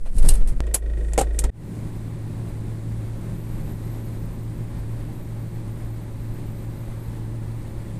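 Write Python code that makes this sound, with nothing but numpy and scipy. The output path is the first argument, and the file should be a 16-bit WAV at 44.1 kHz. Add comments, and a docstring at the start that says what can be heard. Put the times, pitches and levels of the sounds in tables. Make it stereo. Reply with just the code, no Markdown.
"""A hand rumbles and rubs as it turns a small petrol car's ignition key; the key ring jingles in the
free vibration of struck steel. Next the engine idles, a periodic train of thumps and ticks, while a
seat-belt tongue latches and excites the modes of its hollow buckle. Then motorway cruising fades in:
the drone of the engine's orders, tyre roar transmitted through the body, and a thin whistle of
turbulent air at a seal."""
import sys
import numpy as np
from scipy import signal
from scipy.fft import rfft, irfft, next_fast_len
from scipy.io import wavfile

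SR = 44100
rng = np.random.default_rng(int(sys.argv[2]) if len(sys.argv) > 2 else 0)


def put_to_file(sound):
    """Save the sound as 16-bit audio at rate SR, in the file named by the first command-line argument."""
    columns = np.atleast_2d(sound).T  # one column per channel
    safe = np.clip(columns, -1, 1)
    whole_steps = np.round(safe * 32767)
    wavfile.write(sys.argv[1], SR, whole_steps.astype(np.int16))


N = 352359
TIME = np.arange(N) / SR
RING_TIME = TIME[:SR // 3]  # time since a blow [s]
IDLE_START_S, CRUISE_START_S = 0.605, 1.501


def undb(db):
    """Amplitude ratio of a level in decibels."""
    return 10 ** (np.asarray(db) / 20)


def unit(x):
    """Normalisation to rms 1."""
    return x / np.sqrt(np.mean(x ** 2))


def curves(table):
    """Linear interpolation of each column over time."""
    times, *columns = np.transpose(table)
    return [np.interp(TIME, times, column) for column in columns]


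def across(table, size, column=1):
    """Interpolation of one column over log frequency, on the bins of an FFT."""
    table = np.array(table)
    return np.interp(np.log(np.fft.rfftfreq(size, 1 / SR) + 1), np.log(table[:, 0]), table[:, column])


def walk(rate_hz):
    """Smooth random modulation with standard deviation near 1."""
    points = rng.standard_normal(int(TIME[-1] * rate_hz) + 2)
    return 1.2 * np.interp(TIME * rate_hz, np.arange(len(points)), points)


def attack(time_constant_s):
    """Exponential build-up after a blow."""
    return 1 - np.exp(-RING_TIME / time_constant_s)


def decay(t60):
    """Exponential damping: 60 dB in t60 seconds."""
    return np.exp(-np.log(1000) * RING_TIME / t60)


def ramp(start_s, length_s):
    """Linear rise from 0 to 1."""
    return np.clip((TIME - start_s) / length_s, 0, 1)


def swell(peak_s, rise_s, fall_s):
    """Exponential envelope of a movement: up 20 dB in rise_s, then down 20 dB in fall_s."""
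    age = TIME - peak_s
    return undb(-20 * np.maximum(-age / rise_s, age / fall_s))


def movements(table):
    """Sum of the envelopes of several movements."""
    return sum(undb(db) * swell(s, rise_s, fall_s) for s, db, rise_s, fall_s in table)


def pan(db):
    """Channel gains for a level difference, left minus right."""
    return undb(np.array([[db], [-db]]) / 2)


def add(out, start_s, sound):
    """Superposition of a sound at a given time."""
    i = int(start_s * SR)
    out[:, i:i + sound.shape[1]] += sound


def ringing(modes, channels, detune, phase_scatter=1):
    """Free vibration: a sum of damped modes, randomly detuned at each blow."""
    out = 0
    for hz, db, t60 in modes:
        cycles = hz * (1 + detune * rng.standard_normal()) * RING_TIME
        offset = phase_scatter * rng.random((channels, 1))
        out = out + undb(db) * decay(t60) * np.sin(2 * np.pi * (cycles + offset))
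    return out


# Likeness of left and right in the cabin: (frequency [Hz], correlation [-1 to 1])
CABIN_CORRELATION = [(60, 1), (180, 0.83), (235, 0.46), (300, 0.79), (400, 0.68), (630, 0.33), (820, 0.37),
                     (960, -0.22), (1450, -0.27), (2200, 0.077), (3200, -0.057), (6000, -0.026)]


def cabin_noise(spectrum, size=N):
    """Diffuse field of rms 1: long waves are correlated on the two sides, short waves are not."""
    padded = 2 * next_fast_len(size // 2 + 1)
    mid, side = rfft(rng.standard_normal((2, padded))) * undb(across(spectrum, padded))
    correlation = across(CABIN_CORRELATION, padded)
    mid, side = mid * np.sqrt(1 + correlation), side * np.sqrt(1 - correlation)
    return unit(irfft([mid + side, mid - side])[:, :size])


# Spectra of the hand's jolts and of its rubbing: (frequency [Hz], level [dB])
JOLT_SPECTRUM = [(7, 3), (13, 4.5), (25, 5), (45, -7), (70, -23), (120, -26.5), (250, -32.5), (500, -72)]
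RUB_SPECTRUM = [(120, -25), (250, 2), (500, 3), (750, -8.5), (1900, -12), (3000, -21), (5500, -28),
                (14000, -46)]


def hand(grip_s=0.16, twist_s=0.26):
    """Structure-borne sound and friction: the hand jolts the microphone and rubs the steering column."""
    # each swells once, over the low level of a hand that only holds on
    jolt_gain = np.hypot(undb(-7.5) * swell(grip_s, rise_s=0.043, fall_s=0.74), undb(-22))
    holding = undb(-49) * ramp(-0.068, twist_s)
    rub_gain = np.hypot(undb(-35) * swell(twist_s, rise_s=0.096, fall_s=0.21), holding)
    # the biggest jolts of the handling rumble are softly limited
    jolts = .5 * np.tanh(2 * cabin_noise(JOLT_SPECTRUM) * jolt_gain)
    rubbing = cabin_noise(RUB_SPECTRUM) * unit(undb(2.0 * walk(68.4))) * rub_gain
    return jolts + rubbing


# Spectrum of hollow plastic housings: (frequency [Hz], level [dB])
HOUSING_SPECTRUM = [(100, 0.5), (280, -11.5), (420, -0.5), (820, -5.5), (1020, -8.5), (1400, -10.5),
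                    (2200, -14), (4000, -19), (9000, -33)]


def clicks(table, spectrum, modes, ring_db, cabin_db, cabin_t60, knock_t60, chatter_db, attack_s):
    """Impact excitation: steel chatters and rings, its housing knocks, the cabin reverberates briefly."""
    out, size = np.zeros((2, N)), len(RING_TIME)
    for s, db, t60, knock_db, pan_db in table:
        chatter = unit(undb(chatter_db * np.repeat(rng.standard_normal(size), 24)[:size]))
        crack = cabin_noise(spectrum, size) * (chatter * decay(t60) + undb(cabin_db) * decay(cabin_t60))
        steel = crack + undb(ring_db) * ringing(modes, channels=2, detune=0.006)
        # the housing is close by, so its knock is nearly the same on both sides
        knock = cabin_noise(HOUSING_SPECTRUM, size)
        knock = unit(knock + knock.sum(axis=0)) * decay(knock_t60)
        impact = steel * pan(pan_db) + undb(knock_db) * knock * pan(pan_db / 2)
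        add(out, s, undb(db) * attack(attack_s) * impact)
    return out


# Scrapes in the lock and swings of the key ring: (peak time [s], level [dB], rise [s], fall [s])
LOCK_SCRAPES = [(.062, -43, 0.016, 0.055), (.185, -47, 0.028, .04)]
RING_SWINGS = [(.064, -58, .02, 0.083), (.172, -45.5, 0.053, .03), (.226, -49, .015, .07),
               (.266, -38, 0.045, 0.089), (.355, -48, .02, 0.064), (.484, -45.5, .012, 0.055)]
# Key and lock impacts: (time [s], level [dB], t60 [s], relative knock [dB], left minus right [dB])
KEY_IMPACTS = [(.1825, -34, 0.062, -18, -5), (.226, -42, 0.035, 2, -1.5), (.249, -49, 0.035, 10.5, -3),
               (.2865, -19.5, 0.02, -21, -4), (.289, -17.5, 0.018, -23.5, -10), (.296, -32, 0.049, -15, 2),
               (.304, -29, 0.04, -9, -2), (.3377, -31, 0.016, -11.5, -1), (.352, -41, .03, -3, -7),
               (.4735, -44, 0.085, -5.5, -4), (.486, -44.5, .06, -4, -1), (.519, -54, .02, -7, -8)]
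# Spectrum of the struck keys: (frequency [Hz], level [dB])
KEY_SPECTRUM = [(300, -33.5), (1000, -18), (2000, -8), (3000, -7), (3500, -8), (4300, -2), (5800, -4),
                (7200, -1.5), (8200, 0), (9500, 1.5), (11000, 1.5), (12000, 2), (14000, -5)]
# Modes of the keys: (frequency [Hz], level [dB], t60 [s])
KEY_STEEL_MODES = [(2850, -12, 0.066), (4070, -12, 0.086), (4700, -15, 0.06), (5080, -13, 0.05),
                   (8200, -3.5, 0.045), (8900, 0.5, 0.052), (9000, -13, 0.062), (9800, 0, 0.052),
                   (10600, 5.5, 0.053), (11040, 4, 0.057), (11800, 0, .05), (12800, -5, .06)]


def ignition_key(rest_jingle_db=-63, grain_db=2.5):
    """Friction and impact: the key scrapes and clicks in the lock while its ring swings and jingles."""
    scrape = cabin_noise(HOUSING_SPECTRUM) * movements(LOCK_SCRAPES)
    jingle_gain = np.hypot(movements(RING_SWINGS), undb(rest_jingle_db))
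    jingle = cabin_noise(KEY_SPECTRUM) * unit(undb(grain_db * walk(500))) * jingle_gain
    lock = clicks(KEY_IMPACTS, KEY_SPECTRUM, KEY_STEEL_MODES, ring_db=-5.5, cabin_db=-15,
                  cabin_t60=0.15, knock_t60=0.16, chatter_db=1.0, attack_s=0.00047)
    return scrape + jingle + lock


# Blows on the column trim and the seat: (time [s], level [dB], t60 [s])
SOFT_BLOWS = [(0.145, -31, 0.11), (0.242, -20, 0.15), (0.26, -18, .1), (0.289, -24, 0.092),
              (.362, -26, .08), (0.405, -27, 0.097), (0.478, -30, 0.079), (0.524, -24.5, 0.08),
              (1.182, -27, 0.19), (1.442, -22, 0.18)]
# Spectrum of struck padding: (frequency [Hz], level [dB])
PADDING_SPECTRUM = [(40, 5.5), (120, -5), (260, -7), (500, -25), (1000, -32), (3000, -56)]


def bumps(thud_hz=36, thud_db=4, thud_t60=0.22):
    """Cushioned impact: the hand's blows on padding carry little treble; the mass beneath thuds."""
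    out = np.zeros((2, N))
    onset = attack(0.0012) ** 2
    thud = undb(thud_db) * np.sin(2 * np.pi * thud_hz * RING_TIME) * decay(thud_t60)
    for s, db, t60 in SOFT_BLOWS:
        padding = cabin_noise(PADDING_SPECTRUM, len(RING_TIME)) * decay(t60)
        add(out, s, undb(db) * onset * (padding + thud))
    return out


def dry_click(level_db=-15, t60=0.057):
    """Signal discontinuity: a dry click at the cut, where the key scene ends and the idle begins."""
    out = np.zeros((2, N))
    add(out, IDLE_START_S, undb(level_db) * decay(t60)[None])
    return out


# Spectra of the engine block and its tick in the cabin: (frequency [Hz], level [dB])
BLOCK_SPECTRUM = [(70, 0.5), (135, 4), (200, -3.5), (350, 0), (550, -1), (690, -8), (820, -19.5),
                  (1600, -19.5), (3000, -29), (6000, -36), (9000, -36), (14000, -37)]
TICK_SPECTRUM = [(1000, -9), (1500, -5), (2000, -9), (2600, -8), (4000, -7), (5000, -13), (14000, -28)]
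# Modes of the ticking part: (frequency [Hz], level [dB], t60 [s])
TICKER_MODES = [(1490, -11, .1), (1880, 0, .2), (2460, -11, .1), (3620, -14, .1)]


def idle(turn_hz=26.85, first_tick_s=0.6365, boom_db=-26, block_db=-42, growth_db_per_s=1.5):
    """Periodic forcing: four cylinders fire twice a turn and boom; each turn thumps and ticks once."""
    turns = (TIME - first_tick_s) * turn_hz
    shake = undb(-7) * np.sin(2 * np.pi * turns)
    boom = -np.sqrt(2) * (np.cos(4 * np.pi * turns) + shake)
    impulses = np.diff(np.floor(turns), prepend=np.floor(turns[0]))

    def every_turn(blow, attack_s, t60, uneven_db):
        """Convolution of one damped blow with an impulse each turn."""
        force = impulses * undb(uneven_db * walk(turn_hz))
        response = blow * attack(attack_s) * decay(t60)
        return unit(signal.oaconvolve(force[None], response, axes=1)[:, :N])

    block_blow = cabin_noise(BLOCK_SPECTRUM, len(RING_TIME))
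    thump = every_turn(block_blow, attack_s=0.0032, t60=0.39, uneven_db=2.0)
    # one small part ticks behind the bulkhead, always with the same ring
    ring = undb(9) * ringing(TICKER_MODES, channels=1, detune=0)
    tick_blow = cabin_noise(TICK_SPECTRUM, len(RING_TIME)) + ring
    tick = every_turn(tick_blow, attack_s=0.0019, t60=0.037, uneven_db=0)
    block = undb(-2) * (thump + cabin_noise(BLOCK_SPECTRUM)) + undb(-15) * tick
    # the level grows slowly as the microphone moves, and dips briefly once
    growth_db = growth_db_per_s * (np.minimum(TIME, CRUISE_START_S) - IDLE_START_S)
    dip_db = -8 * np.exp(-((TIME - 0.786) / 0.041) ** 2)
    return (boom * undb(boom_db) + block * undb(block_db)) * undb(growth_db + dip_db)


# Tongue and buckle impacts: (time [s], level [dB], t60 [s], relative knock [dB], left minus right [dB])
TONGUE_IMPACTS = [(.667, -51, 0.016, 8, -14), (.7395, -27, 0.035, -4, 9), (.7433, -12.5, 0.02, -15, 10),
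                  (.749, -23.5, 0.042, -7.5, 15), (1.134, -30.5, 0.016, -7.5, -8),
                  (1.1775, -20.5, 0.0089, -2.5, -13), (1.186, -26, 0.097, 4.5, -9),
                  (1.207, -31, .02, 5, -9), (1.2125, -23, 0.018, -5, -7), (1.3885, -17.5, 0.019, -27, -11),
                  (1.3912, -24, 0.014, -16, 11), (1.4388, -26.5, 0.019, -0.5, -9)]
# Spectrum of the struck tongue: (frequency [Hz], level [dB])
TONGUE_SPECTRUM = [(300, -35), (1000, -32), (2500, -8), (3600, -6.5), (4400, -7), (5400, -4.5), (7000, 3),
                   (8000, 3.5), (9000, 0), (11000, 5.5), (14000, -4)]
# Modes of the tongue: (frequency [Hz], level [dB], t60 [s])
TONGUE_STEEL_MODES = [(4400, -9, .04), (6826, -10, 0.055), (7100, -11, .055), (7950, -6, 0.035),
                      (8672, -10, 0.037), (9920, 0, 0.035), (10620, -7, 0.05), (10900, -9, 0.065),
                      (11470, -4, 0.037)]


def belt_tongue():
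    """Plate vibration: the steel tongue rings as it taps the buckle, goes in and is tugged."""
    return clicks(TONGUE_IMPACTS, TONGUE_SPECTRUM, TONGUE_STEEL_MODES, ring_db=-11, cabin_db=-10,
                  cabin_t60=0.077, knock_t60=0.084, chatter_db=4.0, attack_s=0.00064)


# Pulls of the webbing: (peak time [s], level [dB], rise [s], fall [s])
WEBBING_PULLS = [(1.1, -58, 0.31, 0.28), (1.336, -59, 0.012, 0.2)]
# Spectrum of the sliding weave: (frequency [Hz], level [dB])
WEBBING_SPECTRUM = [(2000, -28), (6000, -9), (8200, -4), (11000, -8), (14000, -16)]


def belt_webbing(grain_db=2.3):
    """Sliding friction: the webbing hisses through its guide, loudest where it runs fastest."""
    return cabin_noise(WEBBING_SPECTRUM) * movements(WEBBING_PULLS) * undb(grain_db * walk(79.8))


# Blows of the latch: (time [s], shell level [dB], catch level [dB], hardness [dB per octave])
LATCH_BLOWS = [(1.178, -17.5, -27, 1), (1.1847, -18.5, -11.5, -5), (1.2114, -20, -17, -6)]
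# Modes of the buckle's hollow shell and sprung catch: (frequency [Hz], level [dB], t60 [s])
BUCKLE_SHELL_MODES = [(106, -10.5, .1), (270, -7, 0.076), (387, -5, 0.051), (436, -5, 0.1),
                      (517, 0.5, 0.065), (576, -5.5, 0.074), (1005, -7.5, 0.045), (1414, -16, 0.05),
                      (2190, -11, 0.055), (2600, -15, .025), (2750, -17, 0.045)]
BUCKLE_CATCH_MODES = [(706, -9, 0.053), (743, -2.5, 0.055), (781, -3.5, 0.056), (802, -3, 0.048)]


def buckle_latch(tilt_above_hz=455, pan_db=-3):
    """Modal resonance: the latch springs home; a harder blow brings out the shell's upper modes."""
    out = np.zeros((2, N))
    for s, shell_db, catch_db, tilt_db in LATCH_BLOWS:
        struck = [(hz, db + tilt_db * np.log2(max(hz / tilt_above_hz, 1)), t60)
                  for hz, db, t60 in BUCKLE_SHELL_MODES]
        shell = ringing(struck, channels=1, detune=0.003) * attack(0.001)
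        catch = ringing(BUCKLE_CATCH_MODES, channels=1, detune=0.0037, phase_scatter=0) * attack(0.0027)
        add(out, s, (undb(shell_db) * shell + undb(catch_db) * catch) * pan(pan_db))
    return out


# Engine speed when cruising: (time [s], firing rate [Hz])
FIRING_RATE = [(1.7, 110.6), (4.69, 112.2), (7.98, 112.4)]
# Weaker orders: (multiple of the firing rate [ratio], relative level [dB])
ENGINE_ORDERS = [(.5, -18), (1.4, -14), (1.5, -20), (2, -21), (2.25, -22), (2.5, -20), (2.75, -19.5),
                 (3.1, -23), (3.25, -28), (4, -28), (4.75, -30), (5, -31), (7.5, -37)]


def cruising_engine(drone_db=-35, waver_db=1.82, jitter_cycles=0.047, lead_cycles=0.05):
    """Engine orders: the firing tone and weaker, wavering ones from unequal cylinders and drivetrain."""
    firings = np.cumsum(curves(FIRING_RATE)[0]) / SR
    # the cabin's standing wave reaches the right side a little earlier
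    lead = np.array([[0], [lead_cycles]])
    out = undb(waver_db * walk(16)) * np.sin(2 * np.pi * (firings + jitter_cycles * walk(16) + lead))
    for order, db in ENGINE_ORDERS:
        gain = undb(db + 2 * walk(4))
        out += gain * np.sin(2 * np.pi * (order * firings + 0.18 * walk(6)))
    return np.sqrt(2) * out * undb(drone_db)


# Spectra of road roar and tyre boom in the cabin: (frequency [Hz], level [dB])
ROAR_SPECTRUM = [(6, -4), (13, 7.5), (30, 2.5), (50, 3.5), (75, -3.5), (125, -3), (160, -10), (225, -6),
                 (262, -16.5), (310, -12.5), (385, -14.5), (480, -21.5), (590, -17.5), (690, -24),
                 (810, -21.5), (1050, -21.5), (1250, -26.5), (2000, -28.5), (3000, -36.5), (4000, -35.5),
                 (5500, -42), (14000, -40)]
BOOM_SPECTRUM = [(70, -20), (125, -12.5), (158, 3), (205, -5.5), (260, -11.5), (380, -13), (600, -34),
                 (2000, -46)]
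# Tyre boom, following the roughness of the road: (time [s], level [dB])
BOOM_LEVEL = [(1.6, -40), (1.82, -38.5), (2.15, -43.5), (2.6, -40), (4.45, -41), (4.7, -47.5), (6.4, -45),
              (7.3, -50.5), (7.95, -41)]


def tyres(roar_db=-36, gust_db=1.35, asphalt_grain_db=0.74, patch_db=1.0):
    """Roughness excitation: the tyres roar through the body, more in gusts, and boom on rough ground."""
    roar = cabin_noise(ROAR_SPECTRUM) * undb(roar_db + gust_db * gust() + asphalt_grain_db * walk(25))
    boom = cabin_noise(BOOM_SPECTRUM) * undb(curves(BOOM_LEVEL)[0] + patch_db * walk(12))
    return roar + boom


# Lower band of the whistle through the gusts: (time [s], frequency [Hz], level [dB])
SEAL_TONE = [(1.9, 12050, -68), (3.15, 11770, -69), (3.45, 12500, -57), (3.85, 12700, -55),
             (4.3, 12000, -62), (4.68, 12200, -66), (4.85, 12300, -62), (5.15, 12400, -61),
             (5.6, 11850, -65), (5.92, 12200, -61), (6.3, 12200, -62), (6.7, 12100, -59.5),
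             (7.08, 12500, -61), (7.22, 12100, -64), (7.48, 11940, -68), (7.65, 12100, -65)]


def seal_whistle(width_hz=360, waver_hz=70, upper_ratio=1.16, upper_db=-73, flutter_db=2.5, pan_db=6):
    """Flow-induced tone: turbulent air at a seal sings in two narrow bands that rise in a gust."""
    hz, lower_db = curves(SEAL_TONE)
    cycles = np.cumsum(hz + waver_hz * walk(22)) / SR
    out = 0
    for ratio, db in ((1, lower_db), (upper_ratio, upper_db)):
        turbulence = np.array([walk(width_hz) + 1j * walk(width_hz) for _ in range(2)])
        out = out + undb(db) * np.real(turbulence * np.exp(2j * np.pi * ratio * cycles))
    return out * undb(flutter_db * walk(35)) * pan(pan_db)


def gust():
    """Wind strength, 0 to 1, from the whistle: the pitch of a flow tone rises with air speed."""
    hz = curves(SEAL_TONE)[0]
    return (hz - hz.min()) / np.ptp(hz)


def scene(cruise_fade_s=0.2):
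    """Superposition of the sources in three successive scenes: key, belt at idle, cruising."""
    idle_gate, parked_gate = ramp(IDLE_START_S, .004), 1 - ramp(CRUISE_START_S, .002)
    cruising = (cruising_engine() + tyres() + seal_whistle()) * ramp(CRUISE_START_S, cruise_fade_s)
    turning_key = (hand() + ignition_key()) * (1 - idle_gate)
    buckling = (idle() + belt_tongue() + buckle_latch() + belt_webbing()) * idle_gate
    return (turning_key + bumps() + dry_click() + buckling) * parked_gate + cruising


# Response of the microphone ports: (frequency [Hz], left gain [dB], right gain [dB])
PORT_RESPONSE = [(1500, 2.5, 2.5), (2300, 2.5, 2), (4200, 1.5, 3), (5860, 2, 2.5), (7030, 2.5, 4.5),
                 (8520, 5, 9.5), (9500, 5.5, 3.5), (10320, 8, -8), (11200, 1.5, -7), (13500, -2.5, -11),
                 (13900, 1, -8.5)]


def port_resonance(x, column):
    """Treble resonance of one port, as a minimum-phase filter built from the folded cepstrum."""
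    size = 2 * next_fast_len(len(x) // 2 + 2048)
    cepstrum = irfft(np.log(undb(across(PORT_RESPONSE, size, column))))
    cepstrum[1:size // 2] *= 2
    cepstrum[size // 2 + 1:] = 0
    return irfft(rfft(x, size) * np.exp(rfft(cepstrum)))[:len(x)]


def record(dry, top_hz=14200, ceiling=0.9):
    """Transduction: each microphone port resonates, peaks saturate and a low-pass removes the top."""
    ported = np.array([port_resonance(dry[0], column=1), port_resonance(dry[1], column=2)])
    low_pass = signal.ellip(10, .2, 80, top_hz, fs=SR, output="sos")
    return signal.sosfilt(low_pass, np.clip(ported, -ceiling, ceiling))


dry = scene()
out = record(dry)
put_to_file(out)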